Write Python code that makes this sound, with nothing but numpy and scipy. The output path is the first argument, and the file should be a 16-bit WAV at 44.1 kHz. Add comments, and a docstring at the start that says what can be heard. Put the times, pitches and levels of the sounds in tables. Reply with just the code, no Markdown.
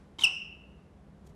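"""Over a low ventilation rumble, a rubber sole scuffs a hard stage floor, chirps, then squeaks once
with a falling pitch; a light step follows a second later. Sliding friction makes the scuff, and
stick-slip, the rubber catching and letting go, makes the chirps and the squeak. The boards knock
under the foot. A wall throws the squeak back and a large hall rings on."""
import sys
import numpy as np
from scipy import signal
from scipy.fft import rfft, irfft
from scipy.io import wavfile
from scipy.ndimage import uniform_filter1d

SR = 44100
rng = np.random.default_rng(int(sys.argv[2]) if len(sys.argv) > 2 else 0)


def transcribe(u):
    """Save the signal u as a 16-bit wav file named by the first command-line argument.

    u: samples, shape (n,) or (channels, n), limited to [-1, 1]; the rate is SR.
    q: integer samples, one column per channel.
    """
    v = np.clip(np.atleast_2d(u).T, -1, 1)
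    q = np.round(v * 32767).astype(np.int16)
    wavfile.write(sys.argv[1], SR, q)


N = 59535
TIME = np.arange(N) / SR


def gain_of(db):
    return 10 ** (np.asarray(db) / 20)


def unit_rms(x):
    return x / np.sqrt(np.mean(x ** 2) + 1e-20)


def at_frequency(rows, hz, column=1):
    """One column of a table, interpolated over log frequency."""
    return np.interp(np.log(hz + 1), np.log([r[0] + 1 for r in rows]), [r[column] for r in rows])


def curve(rows, column):
    """One column of a table, interpolated over time."""
    return np.interp(TIME, [r[0] for r in rows], [r[column] for r in rows])


def envelope(rows, column=1):
    """A column in dB as a gain over time, silent outside the table's span."""
    return gain_of(curve(rows, column)) * ((TIME >= rows[0][0]) & (TIME <= rows[-1][0]))


def drift(seconds):
    """Smooth random wobble of rms 1."""
    size = max(int(seconds * SR), 1)
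    return unit_rms(uniform_filter1d(uniform_filter1d(rng.standard_normal(N), size), size))


def noise(spectrum):
    """Spectrally shaped noise of rms 1."""
    shape = gain_of(at_frequency(spectrum, np.fft.rfftfreq(N, 1 / SR)))
    return unit_rms(irfft(rfft(rng.standard_normal(N)) * shape, N))


# Rumble and hiss. Each row: frequency in Hz, relative spectral density in dB.
AIR_SPECTRUM = [(12, -52.5), (25, -21.5), (54, -0.5), (90, -3), (118, -13), (150, -2.5), (205, -7.5),
                (235, -10), (404, -14.5), (500, -15), (1230, -25.5), (2470, -34.5), (5000, -43),
                (11500, -50), (12300, -60), (15500, -81)]
# Low hums. Each row: frequency in Hz, bandwidth in Hz, level in dB.
HUM_BANDS = [(65, 16, -65.5), (156.6, 12, -68), (199.6, 2.7, -64.5), (405.4, 8, -74.5)]

def ventilation():
    """Broadband rumble and hiss, a faint fading wash, and hums that waver by random modulation."""
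    air = gain_of(-56.5 + 0.27 * drift(0.24)) * noise(AIR_SPECTRUM)
    wash_db, wash_t60_s = -73, 0.87
    wash = noise([(200, -40), (1500, 0), (11000, -20), (12300, -40)])
    air += gain_of(wash_db - 60 * TIME / wash_t60_s) * wash
    for hz, width_hz, db in HUM_BANDS:
        waver_s = 1 / width_hz / 2
        phase = 2 * np.pi * hz * TIME
        air += gain_of(db) * (drift(waver_s) * np.cos(phase) + drift(waver_s) * np.sin(phase))
    return air


# Early reflections. Each row: delay in seconds, gain before absorption in dB.
REFLECTIONS = [(.0085, -13), (0.021, -12), (.0262, -5), (.041, -16), (.053, -17)]

def wall_echoes(source):
    """Reflection returns delayed copies, dulled by absorption at walls and curtains."""
    response = np.zeros(SR // 10)
    for delay, db in REFLECTIONS:
        response[round(delay * SR)] += gain_of(db)
    dulled = signal.lfilter(*signal.butter(1, 2550, fs=SR), response)
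    return signal.fftconvolve(source, dulled)[:N]


# The hall's tail. Each row: frequency in Hz, 60 dB decay time in seconds, relative level in dB.
HALL_BANDS = [(200, .8, -1.5), (900, 0.36, 3), (1600, 0.92, 2), (2690, 0.92, 1.5), (3750, 0.45, -4.5),
              (5364, .52, 1.5), (7974, 0.41, -3.5), (12000, .18, -2)]

def hall_reverberation(source):
    """A diffuse field builds up, then each band decays at its own rate, faster late in the tail."""
    tail_db, onset_s, build_s, late_loss_db_per_s2 = -7.5, 0.011, 0.079, 24.5
    hz, t, bands = signal.stft(rng.standard_normal(SR), SR, nperseg=256)
    t60 = at_frequency(HALL_BANDS, hz, column=1)[:, None]
    colour_db = at_frequency(HALL_BANDS, hz, column=2)[:, None]
    equal_energy = np.sqrt(np.log(1000) * 2 / SR / t60)  # a longer decay starts lower
    band_db = colour_db - 60 * t / t60 - late_loss_db_per_s2 * t ** 2
    tail = signal.istft(bands * equal_energy * gain_of(band_db), SR, nperseg=256)[1]
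    build_up = np.clip((np.arange(len(tail)) / SR - onset_s) / build_s, 0, 1)
    return signal.fftconvolve(source, gain_of(tail_db) * build_up * tail)[:N]


# Floorboard modes. Each row: start in seconds, frequency in Hz, peak in dB, 60 dB decay in seconds.
BOARD_MODES = [(.186, 328.3, -48, 0.066), (0.223, 189.5, -53, .15), (1.242, 184, -44, 0.075),
               (1.250, 388, -51, 0.043), (1.308, 170, -46, 0.13)]

def board_knocks():
    """Boards struck by the foot vibrate freely as damped sinusoids."""
    knocks = np.zeros(N)
    for start, hz, db, t60 in BOARD_MODES:
        age = np.maximum(TIME - start, 0)
        knocks += gain_of(db - 60 * age / t60) * np.sin(2 * np.pi * hz * age)
    return knocks


# The later step's brush. Each row: time in seconds, level in dB.
BRUSH_LEVELS = [(1.246, -81), (1.262, -79), (1.267, -67), (1.275, -64), (1.280, -81), (1.297, -74),
                (1.32, -90.5)]
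# Its colour. Each row: frequency in Hz, relative spectral density in dB.
BRUSH_SPECTRUM = [(1500, -32), (3200, -14.5), (4200, -18), (7200, -14), (13500, -24), (15500, -52)]

def step_brush():
    """Light friction of the sole gives a brief, high band of noise."""
    return noise(BRUSH_SPECTRUM) * envelope(BRUSH_LEVELS)


# The sliding sole. Each row: time in seconds, level before tilt in dB, treble tilt in dB per octave.
SCUFF_PATH = [(.1853, -75.5, -5), (.1860, -36.5, -6), (.1885, -43, -2), (.192, -40.5, -1.5),
              (.203, -47.5, 0.5), (.211, -44.5, 1), (.228, -43, 0.5), (.234, -42.5, 1.5), (.245, -41, -4),
              (.256, -43.5, -1), (.262, -51, -5), (.285, -45, -9), (.32, -55.5, -23), (.36, -68, -24)]
# Its colour before tilt. Each row: frequency in Hz, relative spectral density in dB.
SCUFF_SPECTRUM = [(100, -19.5), (300, -13.5), (450, -17.5), (620, -24), (780, -10.5), (1100, -12),
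                  (1500, -16.5), (1800, -23.5), (3200, -8), (4400, -17), (7000, -18), (11500, -29.5),
                  (15500, -48)]

def sole_scuff():
    """Sliding friction makes gritty noise whose treble closes as the sole slows."""
    tilt_from_hz, grit_db = 2000, 3
    hz, t, bands = signal.stft(noise(SCUFF_SPECTRUM), SR, nperseg=128)
    tilt = np.interp(t, TIME, curve(SCUFF_PATH, column=2))
    octaves = np.log2(np.maximum(hz, tilt_from_hz) / tilt_from_hz)[:, None]
    rubbing = signal.istft(bands * gain_of(octaves * tilt), SR, nperseg=128)[1][:N]
    return rubbing * envelope(SCUFF_PATH) * gain_of(grit_db * drift(0.0014))


# Catches of the rubber. Each row: start in seconds, length in seconds, pitch in Hz, peak in dB.
RUBBER_CATCHES = [(.187, .010, 3160, -35), (.190, .007, 3825, -35.5), (0.191, .008, 2215, -37.5),
                  (.209, .006, 3650, -33.5), (0.216, .007, 3780, -39), (.2205, .005, 3118, -24.5),
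                  (0.2232, .004, 3290, -30), (0.228, 0.0045, 3047, -40.5)]

def rubber_chirps():
    """Short bursts of stick-slip give smoothly windowed tones before the rubber sings."""
    chirps = np.zeros(N)
    for start, length, hz, db in RUBBER_CATCHES:
        age = TIME - start
        window = np.sin(np.pi * np.clip(age / length, 0, 1)) ** 2
        chirps += gain_of(db) * window * np.sin(2 * np.pi * hz * age)
    return chirps


# The squeak. Each row: time in seconds, pitch in Hz, fundamental's level in dB, overtone boost in dB.
SQUEAK_GLIDE = [(.2350, 2973, -54.5, -6.5), (.2362, 2970, -26.5, -6), (.2378, 2946, -17, 0.5),
                (.243, 2820, -16, -0.5), (.2475, 2722, -17.5, 0.5), (.251, 2664, -19, -0.5),
                (.2545, 2607, -22, 5.5), (.2565, 2557, -26, 8.5), (.260, 2480, -41, 9.5),
                (.263, 2450, -90.5, 7)]
# Its overtones. Each row: harmonic number, relative level in dB, flutter depth as a fraction.
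SQUEAK_HARMONICS = [(2, -15, 0.3), (3, -22, 0.5), (4, -30, .4), (5, -44, .5)]
# What the sole favours among the overtones. Each row: frequency in Hz, gain in dB.
SOLE_RESPONSE = [(4800, -1), (5300, 1.5), (5700, -1), (6100, 0), (7500, -4.5), (8350, 3.5), (9000, -3),
                 (10300, -4), (11300, 2), (12200, -0.5), (15000, -0.5)]

def rubber_squeak():
    """Stick-slip oscillation: a near sine whose pitch falls and overtones harden as the sole slows."""
    rate_jitter, wander_turns = 0.011, 0.03
    pitch_hz, boost_db = curve(SQUEAK_GLIDE, column=1), curve(SQUEAK_GLIDE, column=3)
    turns = np.cumsum(pitch_hz * (1 + rate_jitter * drift(0.0012))) / SR
    tone = np.sin(2 * np.pi * turns)
    for harmonic, db, flutter in SQUEAK_HARMONICS:
        amplitude = gain_of(db + boost_db + at_frequency(SOLE_RESPONSE, harmonic * pitch_hz))
        amplitude *= 1 + flutter * drift(0.00079)
        overtone_turns = harmonic * (turns + wander_turns * drift(0.0008))  # higher ones smear more
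        tone += amplitude * np.sin(2 * np.pi * (overtone_turns + rng.random()))
    return np.sqrt(2) * tone * envelope(SQUEAK_GLIDE, column=2)


def scene():
    """Superposition of the shoe's direct sound, its reflections and the background, in mono."""
    shoe = rubber_squeak() + rubber_chirps() + sole_scuff() + step_brush() + board_knocks()
    return (shoe + wall_echoes(shoe) + hall_reverberation(shoe) + ventilation())[None]


def record(dry):
    """Band limiting: a steep low-pass filter removes the highest treble."""
    low_pass = signal.firwin(511, cutoff=15650, window=("kaiser", 9), fs=SR)
    return signal.oaconvolve(dry, low_pass[None], "same")


dry = scene()
out = record(dry)
transcribe(out)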